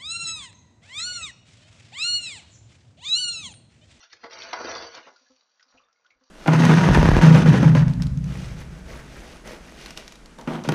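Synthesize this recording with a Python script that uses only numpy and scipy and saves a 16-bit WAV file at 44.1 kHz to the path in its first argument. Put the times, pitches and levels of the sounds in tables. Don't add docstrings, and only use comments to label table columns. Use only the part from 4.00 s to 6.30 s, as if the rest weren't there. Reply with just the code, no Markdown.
import sys
import numpy as np
from scipy import signal
from scipy.fft import rfft, irfft
from scipy.io import wavfile
from scipy.ndimage import uniform_filter1d

SR = 44100
rng = np.random.default_rng(int(sys.argv[2]) if len(sys.argv) > 2 else 0)


def unload_audio(sound):
    columns = np.transpose(np.atleast_2d(sound))
    steps = np.round(np.clip(columns, -1, 1) * 32767)
    wavfile.write(sys.argv[1], SR, steps.astype(np.int16))


N = 101429
T = np.arange(N) / SR
TOP_HZ = 7050

# time_s, level_db
SPILL = [(0, -54.5), (.04, -51.5), (.085, -69), (.125, -53), (.2, -69), (.255, -51.5), (.285, -66.5),
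         (.315, -46), (.375, -46), (.48, -46), (.6, -48), (.66, -41.5), (.72, -38.5), (.77, -43),
         (.8, -48.5), (.91, -51), (.965, -45.5), (1.03, -57), (1.08, -52.5), (1.14, -83.5), (1.35, -110)]


def amp(db):
    return 10 ** (np.asarray(db) / 20)


def unit(x):
    return x / np.sqrt(np.mean(x ** 2) + 1e-20)


def level(points):
    return amp(np.interp(T, *np.transpose(points)))


def spectrum(points):
    hz, db = np.transpose(points)
    return lambda f: np.interp(np.log(f + 1), np.log(hz), db)


def colour(x, db_at):
    size = 4096
    log_gain = np.log(amp(db_at(abs(np.fft.fftfreq(size, 1 / SR)))) + 1e-5)
    response = np.exp(np.conj(signal.hilbert(log_gain)))
    taps = np.fft.ifft(response).real[:size // 2]
    return signal.fftconvolve(x, taps / np.linalg.norm(taps))[:len(x)]


def add(mix, start_s, sound):
    part = mix[max(round(start_s * SR), 0):][:len(sound)]
    part += sound[:len(part)]


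def grains(count, per_s, spread_db):
    size = amp(spread_db * np.minimum(rng.exponential(1, count), 4))
    sign = rng.choice([-1., 1.], count)
    return unit(size * sign * (rng.random(count) < per_s / SR))


def burst(rise_s, decay_s):
    t = T[:SR // 4]
    shape = np.minimum(t / rise_s, 1) * np.exp(-np.maximum(t - rise_s, 0) / decay_s)
    return grains(len(t), per_s=7000, spread_db=0.64) * shape


def flutter(rate_hz, depth_db):
    rates = np.geomspace(rate_hz / 5, rate_hz, 20)
    wobble = sum(np.sin(2 * np.pi * (hz * T + rng.random())) for hz in rates)
    return unit(amp(depth_db * unit(wobble)))


def patchy(x, depth_db):
    bands = signal.stft(x, nperseg=1024, noverlap=768)[2]
    swell = uniform_filter1d(rng.standard_normal(bands.shape), size=4, axis=0)
    swell = uniform_filter1d(swell, size=20, axis=1)
    bands *= amp(depth_db * np.minimum(unit(swell), 1))
    return signal.istft(bands, nperseg=1024, noverlap=768)[1][:N]


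def echoes(x, fade_s):
    t = T[:SR // 2]
    taps = grains(len(t), per_s=2000, spread_db=0.92) * amp(-60 * t / fade_s) * (t > .001)
    return signal.fftconvolve(x, taps / np.linalg.norm(taps))[:N]


def water(loudness, tone, per_s, spread_db, flutter_db, patchy_db):
    droplets = grains(N, per_s, spread_db) * flutter(rate_hz=130, depth_db=flutter_db)
    droplets = patchy(droplets + amp(-1.5) * echoes(droplets, fade_s=0.14), patchy_db)
    hiss = colour(droplets, lambda f: spectrum(tone)(f) - 40 * (f > TOP_HZ))
    return level(loudness) * unit(hiss)


def jet():
    # time_s, level_db
    loudness = [(0, -79), (1.2, -65), (1.35, -68), (1.46, -73.5), (1.58, -71.5), (1.66, -81), (1.7, -67),
                (1.78, -69.5), (1.88, -83), (2.0, -77.5), (2.1, -78), (2.18, -84), (2.23, -73),
                (2.3, -69.5)]
    # pitch_hz, level_db
    tone = [(120, -65), (300, -32), (700, -3.5), (1400, -9.5), (2200, -7), (3200, -4), (4100, -1),
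            (4700, 7), (4950, -9), (5600, 2.5), (6100, 4.5), (6400, -6), (7000, 0)]
    return water(loudness, tone, per_s=7000, spread_db=-0.5, flutter_db=3.54, patchy_db=1)


def trickle():
    # time_s, level_db
    loudness = [(0, -96), (.2, -68), (1.2, -73.5), (1.4, -77), (1.6, -77.5), (1.72, -72), (1.83, -70),
                (1.95, -78.5), (2.3, -75.5)]
    # pitch_hz, level_db
    tone = [(60, -59), (160, -20), (265, 4.5), (360, -16.5), (520, -2.5), (850, -0.5), (1400, 3.5),
            (1900, -3.5), (3000, -9.5), (6000, -38)]
    return water(loudness, tone, per_s=2900, spread_db=-1.5, flutter_db=4, patchy_db=2)


def drops():
    # start_s, level_db, pitch_hz
    landings = [(1.052, -61.5, 2670), (1.16, -58, 1410), (1.262, -65.5, 1666), (1.609, -61.5, 1474),
                (1.803, -63, 1150), (1.838, -66, 3583), (1.885, -63.5, 1335), (1.96, -72, 2150),
                (2.056, -59, 1454), (2.106, -67, 2334), (2.117, -64.5, 2207)]
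    rise_s, decay_s, glide = 0.00062, 0.0072, 0.24
    out, t = np.zeros(N), T[:SR // 10]
    for start_s, db, hz in landings:
        ring = np.sin(2 * np.pi * hz * t * (1 + glide * t))
        shape = (1 - np.exp(-t / rise_s)) * np.exp(-t / decay_s)
        add(out, start_s, 2 * amp(db) * ring * shape)
    return out + amp(-2) * echoes(out, fade_s=0.14)


def bubbles():
    per_s, decay_cycles, tries = 140, 42, 600
    out, t = np.zeros(N), T[:SR // 25]
    for when, pitch, softness, chance in rng.random((tries, 4)):
        hz = 1500 * 4 ** pitch
        if chance < per_s * T[-1] / tries:
            ring = np.sin(2 * np.pi * hz * t) * np.exp(-hz * t / decay_cycles)
            add(out, when * T[-1], amp(-14 * softness) * ring)
    return amp(-6.5) * level(SPILL) * unit(out)


def spray():
    # pitch_hz, level_db
    tone = [(150, -60.5), (500, -25.5), (1200, -4.5), (2200, -4), (2850, -6), (3450, -3), (3900, -7),
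            (4650, 4), (5200, -10.5), (5900, -2.5), (6250, -2.5), (6600, -22.5), (7000, -20)]
    return water(SPILL, tone, per_s=2600, spread_db=4.5, flutter_db=1.44, patchy_db=10.5)


def scratches():
    # start_s, level_db, pitch_hz, hiss_db, decay_s
    ticks = [(0.029, -52, 1470, -14, 0.027), (0.109, -80, 5700, -3, 0.012), (0.128, -42, 5100, -6, 0.0041),
             (.130, -46, 1810, -12.5, 0.0086), (0.238, -40, 1900, -26.5, 0.012),
             (0.419, -34.5, 3470, -16.5, 0.0054), (0.434, -38.5, 5500, -23, 0.0033),
             (.755, -39, 1130, -23.5, 0.018), (0.511, -46, 3550, -26, 0.0052),
             (0.948, -41.5, 3500, 10, .008), (1.16, -56.5, 4650, -29.5, .006),
             (1.408, -55, 4270, -13.5, 0.0039), (1.595, -54.5, 1780, -14, 0.0066),
             (1.606, -61, 1550, -4, 0.0063), (1.626, -48.5, 5070, -11, 0.0048),
             (1.686, -64, 4370, -25, 0.0071), (1.774, -53.5, 2710, -23, 0.01),
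             (1.795, -63.5, 1180, -37, 0.037), (1.885, -66, 1350, -20.5, 0.0032),
             (1.927, -64.5, 5550, -8, 0.0055), (2.046, -59.5, 1394, -19, 0.0055),
             (2.062, -62, 3300, -5, .006), (2.104, -57, 2270, -15.5, 0.0094)]
    width_octaves, rise_s = 0.14, 0.0012
    out = np.zeros(N)
    for start_s, db, hz, hiss_db, decay_s in ticks:
        peak = lambda f: np.exp(-.5 * (np.log2((f + 1) / hz) / width_octaves) ** 2)
        hiss = lambda f: amp(hiss_db) * (f < TOP_HZ) / (1 + (750 / (f + 1)) ** 4)
        tone = lambda f: 20 * np.log10(peak(f) + hiss(f) + 1e-4)
        add(out, start_s, amp(db) * colour(burst(rise_s, decay_s), tone))
    return out


def bowl(force):
    # pitch_hz, level_db, fade_s
    notes = [(330.8, -3.5, 0.14), (386.4, -5.5, 0.26), (466, -1, 0.26), (545.7, -2, 0.1), (674.2, 4, 0.13),
             (758, -2.5, 0.18), (848, 0, 0.12), (996.6, -6, 0.14), (1151.5, -0.5, 0.087), (1445, -6, .12),
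             (1463, 3, 0.27), (1630, -4.5, 0.28), (1690, -3.5, 0.45), (2027, -1.5, 0.2)]
    t = T[:SR // 3]
    ring = sum(amp(db - 60 * t / fade_s) / np.sqrt(fade_s) * np.sin(2 * np.pi * (hz * t + rng.random()))
               for hz, db, fade_s in notes)
    return unit(signal.fftconvolve(force, ring)[:N]) * np.std(force)


def rocking():
    # start_s, level_db, thud_db
    bumps = [(1.06, -51, -54), (1.208, -64, -44), (1.298, -52.5, -26), (1.658, -69, -32),
             (1.739, -55.5, -12), (2.15, -71.5, -3), (2.209, -60, -29)]
    # pitch_hz, level_db, fade_s
    notes = [(260.7, 1.5, 0.15), (519, -2, 0.2), (643, -19, 0.18), (843, -10.5, 0.09), (1066, -5.5, 0.063),
             (1315, -8.5, 0.11)]
    rise_s, thud_hz, thud_decay_s = 0.013, 70, 0.037
    bass_only = signal.butter(2, thud_hz, fs=SR, output="sos")
    out, t = np.zeros(N), T[:SR // 3]
    for start_s, db, thud_db in bumps:
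        ring = sum(amp(note_db - 60 * t / fade_s) * np.sin(2 * np.pi * (hz * t + rng.random()))
                   for hz, note_db, fade_s in notes)
        thud = unit(signal.sosfilt(bass_only, rng.standard_normal(len(t)))) * np.exp(-t / thud_decay_s)
        add(out, start_s, amp(db) * np.minimum(t / rise_s, 1) * (0.94 * ring + amp(thud_db) * thud))
    return out


def knocks():
    # start_s, level_db, bass_db, treble_db, rise_s, decay_s
    blows = [(.231, -38, 5, -6, 0.013, 0.0098), (0.2636, -51.5, 7, -9, 0.0059, .007),
             (.5295, -23, -8.5, -2.5, 0.0032, 0.0034), (.537, -28, -20, -14.5, 0.001, 0.0078),
             (.602, -31.5, 3, -13.5, 0.0079, 0.0058), (.641, -32.5, 13, -2.5, 0.0063, 0.013),
             (0.68, -32, 10, -11, .003, 0.007), (.692, -32, 8, -13, 0.0017, 0.0072),
             (0.71, -37.5, 4.5, -4.5, 0.0054, 0.0048), (.750, -35.5, -1, 8.5, 0.0033, 0.0093),
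             (0.764, -38.5, 7.5, 3.5, 0.0026, .007), (.819, -38.5, -0.5, 3.5, 0.0074, 0.013),
             (.842, -42, 3.5, -1, 0.0026, 0.0068), (.943, -45, 1, 1.5, 0.0013, 0.023),
             (.970, -48, -1, -1.5, 0.0039, 0.022), (1.066, -46, 3.5, -13, 0.0045, 0.02),
             (1.738, -62.5, -2.5, -14, 0.0036, 0.033)]
    # pitch_hz, level_db
    base_tone = [(30, -37), (150, -20), (260, -4), (450, 0), (1000, 2), (1700, -3), (2200, -8.5),
                 (2900, -10), (4600, -7), (6000, -7.5), (6600, -28)]
    out = np.zeros(N)
    for start_s, db, bass_db, treble_db, rise_s, decay_s in blows:
        bass = lambda f: bass_db / (1 + (f / 550) ** 4)
        treble = lambda f: treble_db / (1 + (2600 / (f + 1)) ** 6)
        tone = lambda f: spectrum(base_tone)(f) + bass(f) + treble(f) - 40 * (f > TOP_HZ)
        add(out, start_s, amp(db) * colour(burst(rise_s, decay_s), tone))
    return out + amp(-4) * bowl(out)


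def grinding():
    # time_s, level_db
    scrape_level = [(0, -66.5), (.04, -63.5), (.085, -82), (.21, -83.5), (.265, -50), (.29, -63.5),
                    (.325, -46.5), (.41, -48), (.515, -45), (.56, -37.5), (.66, -41.5), (.715, -37),
                    (.79, -42.5), (.85, -44), (.905, -52.5), (.98, -45.5), (1.03, -57), (1.11, -64),
                    (1.2, -93.5), (1.3, -81)]
    # pitch_hz, level_db
    scrape_tone = [(80, -32), (170, -27), (240, -4.5), (330, -9.5), (600, -1), (1100, 1.5), (1700, -0.5),
                   (2700, -16), (5800, -31), (6800, -40.5)]
    # time_s, level_db
    rumble_level = [(0, -116), (.11, -91), (.14, -62.5), (.2, -83.5), (.25, -60.5), (.3, -73), (.39, -60.5),
                    (.52, -62), (.55, -60.5), (.66, -52), (.77, -51.5), (.86, -53.5), (.92, -67.5),
                    (1, -66), (1.07, -105), (1.66, -105), (1.76, -84), (1.93, -97), (2.17, -82.5),
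                    (2.3, -114)]
    # pitch_hz, level_db
    rumble_tone = [(20, -8.5), (40, -12.5), (80, -0.5), (160, -7), (250, -9), (450, -1.5), (800, -11.5),
                   (2000, -49)]
    slips = grains(N, per_s=1800, spread_db=2.8) * flutter(rate_hz=90, depth_db=0.5)
    scrape = unit(colour(slips, spectrum(scrape_tone))) * level(scrape_level)
    jolts = grains(N, per_s=900, spread_db=0.98)
    rumble = unit(colour(jolts, spectrum(rumble_tone))) * level(rumble_level)
    return amp(-2) * (scrape + rumble) + amp(-3.5) * bowl(scrape + 1.6 * rumble)


def scene():
    flow = spray() + jet() + trickle()
    hits = knocks() + scratches()
    mix = flow + hits + grinding() + bubbles()
    yard = amp(-8) * echoes(hits, fade_s=0.25)
    return (mix + yard + drops() + rocking())[None]


def record(dry):
    # pitch_hz, level_db
    microphone = [(15, -10), (40, -0.5), (5800, 0), (6400, -5), (7000, -4.5)]
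    gain = amp(spectrum(microphone)(np.fft.rfftfreq(2 * N, 1 / SR)))
    heard = irfft(rfft(dry, 2 * N) * gain)[:, :N]
    treble_cut = signal.firwin(255, TOP_HZ, window=("kaiser", 8), fs=SR)
    return signal.oaconvolve(heard, treble_cut[None], "same")


dry = scene()
out = record(dry)
unload_audio(out)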